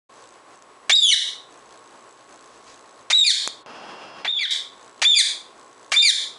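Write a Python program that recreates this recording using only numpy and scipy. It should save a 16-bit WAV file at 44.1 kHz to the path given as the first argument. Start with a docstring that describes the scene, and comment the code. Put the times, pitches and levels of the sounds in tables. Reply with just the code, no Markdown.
"""Caged parakeet, close up

A ring-necked parakeet on its cage squawks five times in a bare, quiet room, close to the microphone
of a handheld camera. Membranes in its syrinx make each call: a rising rasp, a piercing whistle, then
a falling cry. The limiter ducks the room under the calls. Cage or beak ticks faintly once. Right by
the microphone the focus drive ticks, the camera clicks twice and the zoom motor whirrs once."""
import sys
import numpy as np
from scipy import signal
from scipy.fft import rfft, irfft, next_fast_len
from scipy.io import wavfile
from scipy.ndimage import uniform_filter1d, map_coordinates

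SR = 44100
rng = np.random.default_rng(int(sys.argv[2]) if len(sys.argv) > 2 else 0)


def store_pcm(level_fs):
    """Save levels as 16-bit WAV."""
    pcm = np.round(np.clip(level_fs, -1, 1) * 32767).astype(np.int16)
    wavfile.write(sys.argv[1], SR, np.atleast_2d(pcm).T)


N = 281358
T = np.arange(N) / SR

# Spectrum of the quiet room: frequency_hz, level_db
ROOM_TONE = [(25, -67), (60, -14), (86, -35), (120, -10.5), (160, -19.5), (250, -8.5), (400, -3.5),
             (774, -5.5), (1070, -4), (1350, -8), (2340, -16.5), (5550, -22.5), (7640, -24.5), (10800, -29)]
# Faint steady tones in the room: pitch_hz, level_db
WHINES = [(1040, -61.5), (1100, -58.5), (7860, -70)]
# Spells of focus hunting, silent unless the end follows the start: start_s, end_s
FOCUS_HUNTS = [(.08, 0.37), (.48, 0.6), (1.49, 2.7), (2.3, 1.92), (2.72, 3.04), (4.75, 5.01), (5.555, 6)]
# Resonances of the lens barrel: centre_hz, width_hz, gain_db
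BARREL_MODES = [(3930, 1100, -2.5), (6400, 270, 3), (7780, 330, 2)]
# Shuffles of feathers and feet: centre_s, half_length_s, level_db
SHUFFLES = [(.2, .07, -59), (.548, .018, -59), (2.542, 0.078, -59), (2.705, 0.051, -49.5)]
# A faint cage or beak tick, then two camera clicks: start_s, level_db, relative_thud_db
DRY_CLICKS = [(0.624, -31, -7), (3.476, -5, -8), (3.662, -16, -14)]
# The calls, with levels added to each part's usual level: start_s, leap_s, break_s, end_s,
# whistle_top_hz, cry_start_hz, rasp_db, whistle_db, cry_db,
# whistle_tilt_db_per_octave, cry_tilt_db_per_octave
CALLS = [(.894, .918, 1.112, 1.153, 3820, 2260, 4, 3, 5, -8, -4.5),
         (3.0995, 3.128, 3.241, 3.321, 3900, 2470, -1, -.5, 2, -9, -3),
         (4.2455, 4.276, 4.39, 4.463, 3690, 2400, 0, 0, 1, -13, -6.5),
         (5.016, 5.05, 5.146, 5.224, 3620, 2500, -1, -1.5, -2.5, -12.5, -3),
         (5.9165, 5.96, 6.02, 6.117, 3630, 2450, -2, -5, -1, -10.5, -3.5)]
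# Throat response during the rasp: frequency_hz, gain_db
RASP_THROAT = [(150, -26), (350, -25), (620, -12), (1400, -8.5), (2300, 0), (3400, -1.5), (4600, -4),
               (6500, -6), (9000, -15.5), (11000, -24)]
# Throat response during whistle, crack and cry: frequency_hz, gain_db
TONE_THROAT = [(200, -33), (600, -40), (1400, -10.5), (1850, -17.5), (2350, -9), (2750, 0), (3250, 1),
               (3800, 3), (4400, 0), (5400, -6), (7000, -7), (9000, -9), (11000, -16)]
# Reflections off the cage tray and the nearby wall: delay_s, gain
REFLECTIONS = [(.0007, -0.036), (.0019, -0.36), (.0031, .2), (.0052, 0.023)]
# Time the bare room takes to die away by 60 dB: frequency_hz, decay_s
ROOM_DECAY = [(300, 0.072), (2000, 0.35), (3600, 0.37), (7000, 0.36), (11000, 0.33)]
# Cracks in the whistle: start_s, length_s, pitch_hz, level_db
CRACKS = [(.951, .018, 4880, -3), (5.988, .03, 4120, -19)]
# Noise spectrum of the zoom motor: frequency_hz, level_db
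MOTOR_SPECTRUM = [(35, -78), (60, -28), (115, -17), (241, -5), (796, -2), (1590, -8), (2160, -16),
                  (2740, -11), (3800, -21), (5150, -13.5), (6260, -19), (10800, -32.5), (14000, -75),
                  (22000, -120)]
# Tones of the zoom gears: pitch_hz, relative_level_db
GEAR_TONES = [(2740, -12.5), (3290, -14.5), (4340, -19), (5050, -9), (5800, -23)]
# The camera's duller response while it zooms: frequency_hz, gain_db
ZOOM_DULLING = [(100, -3), (1000, -1.5), (3600, -8), (5500, -17.5), (8000, -23), (11000, -21.5)]


def amp(db):
    """Decibels to gain."""
    return 10 ** (np.asarray(db) / 20)


def unit(x):
    """Scale to rms 1."""
    return x / np.sqrt(np.mean(x ** 2) + 1e-20)


def along(points, hz):
    """Read (Hz, value) points on a log axis."""
    knots_hz, values = np.transpose(points)
    return np.interp(np.log(hz + 1), np.log(knots_hz + 1), values)


def wobble(rate, size=N):
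    """A smooth random curve, rate knots a second."""
    knots = rng.standard_normal(int(size * rate / SR) + 4)
    return map_coordinates(knots, [np.arange(size) * rate / SR])


def filtered(x, response):
    """Pass x through a frequency response."""
    size = next_fast_len(len(x) + 8192)
    return irfft(rfft(x, size) * response(np.fft.rfftfreq(size, 1 / SR)), size)[:len(x)]


def noise(spectrum):
    """Coloured noise of rms 1."""
    return unit(filtered(rng.standard_normal(N), lambda hz: amp(along(spectrum, hz))))


def resonate(x, spectrum, size=1024):
    """Causal colouring: the body rings after each pulse."""
    cepstrum = irfft(np.log(amp(along(spectrum, np.fft.rfftfreq(size, 1 / SR)))))
    cepstrum[1:size // 2] *= 2
    cepstrum[size // 2 + 1:] = 0
    return signal.fftconvolve(x, irfft(np.exp(rfft(cepstrum))))[:len(x)]


def gate(t, start, end, rise, fall):
    """1 between start and end, with sloping edges; all in seconds."""
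    return np.clip((t - start) / rise, 0, 1) * np.clip((end - t) / fall, 0, 1)


def add(track, start, x):
    """Mix x into the track from start seconds."""
    part = track[round(start * SR):][:len(x)]
    part += x[:len(part)]


def progress(length_s):
    """0 to 1 over a part of a call, one value per sample."""
    return np.linspace(0, 1, max(round(length_s * SR), 64))


def room_tone():
    """The quiet room all round the microphone: low noise, slightly unsteady."""
    return amp(-50 + 1.14 * wobble(19)) * noise(ROOM_TONE)


def whines():
    """Faint tones in the background, barely wavering in pitch."""
    out = np.zeros(N)
    for hz, db in WHINES:
        pitch = hz * (1 + .00319 * wobble(40))
        out += amp(db) * np.sqrt(2) * np.sin(2 * np.pi * np.cumsum(pitch) / SR)
    return out


def focus_drive(steps_per_s=59.94, level_db=-60):
    """Right by the microphone, the focus drive steps once per picture and rings the lens barrel."""
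    def barrel(hz):
        return sum((-1) ** k * amp(db) * 1j * hz * width / (centre ** 2 - hz ** 2 + 1j * hz * width)
                   for k, (centre, width, db) in enumerate(BARREL_MODES))

    hunting = sum(gate(T, start, end, .02, .02) for start, end in FOCUS_HUNTS)
    since_step = (T - .0065) % (1 / steps_per_s)
    steps = np.exp(-since_step / .0015) * rng.standard_normal(N)
    return hunting * amp(level_db + 2.6 * wobble(35)) * unit(filtered(steps, barrel))


def feathers():
    """The bird shuffles on its cage: soft swells of fluttering hiss from feathers and feet."""
    swells = sum(amp(db) * np.exp(-((T - centre) / width) ** 2) for centre, width, db in SHUFFLES)
    flutter = amp(1.8 * wobble(150))
    return swells * flutter * noise([(500, -10), (2500, -3.5), (6500, -3), (11000, -20)])


def dry_clicks():
    """A faint cage or beak tick, then two camera clicks: each a sharp snap over a short thud."""
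    out, t = np.zeros(N), np.arange(SR // 40) / SR
    for start, db, thud_db in DRY_CLICKS:
        snap = np.sin(2 * np.pi * 6800 * t) * np.exp(-t / .00027)
        grit = .28 * rng.standard_normal(len(t)) * np.exp(-t / .0012)
        thud = np.cos(2 * np.pi * 900 * t) * np.exp(-t / .00054)
        add(out, start, amp(db) * (snap + grit + amp(thud_db) * thud))
    return filtered(out, lambda hz: 1j * hz / (300 + 1j * hz))  # a small part radiates no bass


def syrinx(pitch, tilt_db, throat, jitter, shimmer_db, hiss_db, rise, fall):
    """Membrane pulses, with air noise in step, ring the throat; tilt_db is the slope per octave."""
    n = len(pitch)
    t = np.arange(n) / SR
    rough_pitch = pitch * (1 + jitter * wobble(898, n) + .0061 * wobble(87.4, n))
    phase = 2 * np.pi * np.cumsum(rough_pitch) / SR
    harmonics = np.arange(1, 25)[:, None]
    # the membranes close more or less sharply, so the overtones flare and fade
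    flare_db = 3 * np.array([wobble(76, n) for _ in harmonics]) * (harmonics > 1)
    gains = amp(tilt_db * np.log2(harmonics) + flare_db) * (harmonics * pitch < SR / 3)
    pulses = unit(np.sum(gains * np.cos(harmonics * phase), axis=0))
    air = amp(hiss_db) * rng.standard_normal(n) * (1 + np.cos(phase))
    voice = unit(resonate(pulses + air, throat))
    return voice * amp(shimmer_db * wobble(281, n)) * gate(t, 0, t[-1], rise, fall)


def rasp(length_s, low_hz=492, high_hz=2396):
    """Separate pulses speed up into a rough tone that thins out before the leap to the whistle."""
    def beak(hz):
        """The cavities hold each frequency back by a different time, smearing the pulses."""
        delay_s = .0006 * (1 + np.sin(2 * np.pi * hz / 1700 + rng.uniform(0, 2 * np.pi)))
        return np.exp(-2j * np.pi * np.cumsum(delay_s) * hz[1])

    u = progress(length_s)
    t = u * length_s
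    pitch = low_hz + (high_hz - low_hz) / (1 + np.exp(-(t - .0148) / .0035))  # an S-curve
    pulses = syrinx(pitch, tilt_db=-2, throat=RASP_THROAT, jitter=.03,
                    shimmer_db=2, hiss_db=-22, rise=.002, fall=.004)
    thump = amp(-31) * t / .0018 * np.exp(1 - t / .0018)  # faint and low, at the start of each call
    envelope_db = -5 * np.exp(-t / .0063) - 8 * u ** 2
    return thump + filtered(pulses, beak) * amp(envelope_db)


def bare_room(x, tail_db=-2.5, build_s=.0076):
    """The bird from close by: direct sound, near reflections, then a dense tail with little bass."""
    hz, t, spectra = signal.stft(rng.standard_normal(SR * 3 // 4), SR, nperseg=256)
    decay = amp(-60 * t / along(ROOM_DECAY, hz)[:, None])
    tail = signal.istft(spectra * decay, SR, nperseg=256)[1]
    thickening = 1 - np.exp(-np.arange(len(tail)) / SR / build_s)
    response = amp(tail_db) * tail / np.linalg.norm(tail) * thickening
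    response[0] = 1
    for delay, gain in REFLECTIONS:
        response[round(delay * rng.uniform(.8, 1.2) * SR)] += gain  # the bird moves between calls
    return signal.fftconvolve(x, response)


def whistle(length_s, top_hz, tilt_db, climb_s=.04, sag_hz=903, sag_s=.15):
    """A nearly pure tone climbs to its top; held longer, it gets lower, weaker and harsher."""
    t = progress(length_s) * length_s
    climb_hz = 2100 * length_s  # a longer whistle starts further under its top
    climb_left = np.clip(1 - t / climb_s, 0, 1)
    sag = (np.maximum(t - climb_s, 0) / sag_s) ** 1.3
    waver = wobble(79.6, len(t))  # unsteady pressure shakes pitch and level
    pitch = (top_hz - climb_hz * climb_left ** 2 - sag_hz * sag) * (1 + .0051 * waver)
    tone = syrinx(pitch, tilt_db + 6 * sag, TONE_THROAT, jitter=.0037 + .015 * sag,
                  shimmer_db=.8, hiss_db=-23 + 7 * sag, rise=.004, fall=.003)
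    return tone * amp(1.5 * waver - 2.5 * climb_left - 5 * sag)


def whistle_cracks():
    """Twice the whistle cracks and a rough, higher tone joins in."""
    out = np.zeros(N)
    for start, length_s, hz, db in CRACKS:
        pitch = np.full(round(length_s * SR), hz)
        crack = syrinx(pitch, tilt_db=-12, throat=TONE_THROAT, jitter=.045,
                       shimmer_db=2, hiss_db=-19, rise=.002, fall=.008)
        add(out, start, bare_room(amp(db) * crack))
    return out


def cry(length_s, start_hz, tilt_db, end_hz=1476, swell_db=10):
    """The lower register breaks in, swells and brightens as it falls, until the pressure runs out."""
    u = progress(length_s)
    pitch = start_hz + (end_hz - start_hz) * u ** (1 + length_s / .09)  # a longer cry falls later
    breaking = np.exp(-u * length_s / .0047)  # brief roughness at the change of register
    tone = syrinx(pitch, tilt_db + u - .5, TONE_THROAT, jitter=.014 + .047 * breaking,
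                  shimmer_db=2, hiss_db=-20 + 12 * breaking, rise=.003, fall=.016)
    return tone * amp(swell_db * (u - 1.5))


def parakeet(overlap_s=.003):
    """Close to the microphone, rasp, whistle and cry run together into each squawk."""
    out = np.zeros(N)
    for (start, leap, drop, end, top_hz, cry_hz,
         rasp_db, whistle_db, cry_db, whistle_tilt, cry_tilt) in CALLS:
        call = np.zeros(SR // 3)
        add(call, 0, amp(rasp_db - 15.5) * rasp(leap + overlap_s - start))
        high_note = whistle(drop + overlap_s - leap, top_hz, whistle_tilt)
        add(call, leap - start, amp(whistle_db - 3.5) * high_note)
        add(call, drop - start, amp(cry_db + 4) * cry(end - drop, cry_hz, cry_tilt))
        add(out, start, bare_room(call))
    return out


ZOOM_START_S, ZOOM_END_S = 3.66, 4.506


def zoom_motor():
    """The motor whirrs unevenly inside the camera, its gear tones wavering with its speed."""
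    travel_s = np.cumsum(1 + .009 * wobble(28)) / SR
    gears = sum(amp(db + 1.7 * wobble(28)) * np.sin(2 * np.pi * hz * travel_s) for hz, db in GEAR_TONES)
    labour_db = 3 * np.exp(-((T - 3.93) / .26) ** 2)  # it labours most in mid-travel
    # the camera body carries treble straight to the microphone
    whirr = resonate(noise(MOTOR_SPECTRUM), [(1000, -7), (4000, 1), (8000, 8.5)])
    lumps = amp(1.2 * wobble(30))
    running = gate(T, ZOOM_START_S, ZOOM_END_S, rise=.0018, fall=.12)
    return amp(-35 + labour_db) * running * (lumps * whirr + gears)


def scene():
    """The bird, the room and the camera's own small noises at one microphone."""
    in_room = parakeet() + whistle_cracks() + whines() + feathers() + room_tone()
    in_camera = focus_drive() + zoom_motor()
    return (in_room + in_camera + dry_clicks())[None]


def limiter(x, ceiling_db, release_db_per_s):
    """The gain drops at once on loud sound and climbs back at a steady rate."""
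    level_db = 10 * np.log10(np.abs(uniform_filter1d(x ** 2, size=176)) + 1e-12)
    excess_db = np.maximum(level_db - ceiling_db, 0)
    cut_db = np.maximum.accumulate(excess_db + release_db_per_s * T) - release_db_per_s * T
    return x * amp(-uniform_filter1d(cut_db, size=66))


def record(dry, top_hz=11100):
    """The camera limits loud sound, turns duller and quieter while it zooms, and cuts the top treble."""
    x = limiter(dry[0], ceiling_db=-13, release_db_per_s=116)
    zooming = gate(T, 3.62, ZOOM_END_S + .002, rise=.015, fall=.002)
    dulled = filtered(x, lambda hz: amp(along(ZOOM_DULLING, hz)))
    x = x + zooming * (dulled - x)
    x = x * np.clip((T - .09) / .008, 0, 1)  # the sound opens after a moment of silence
    return filtered(x, lambda hz: 1 / (1 + (hz / top_hz) ** 100))[None]


dry = scene()
out = record(dry)
store_pcm(out)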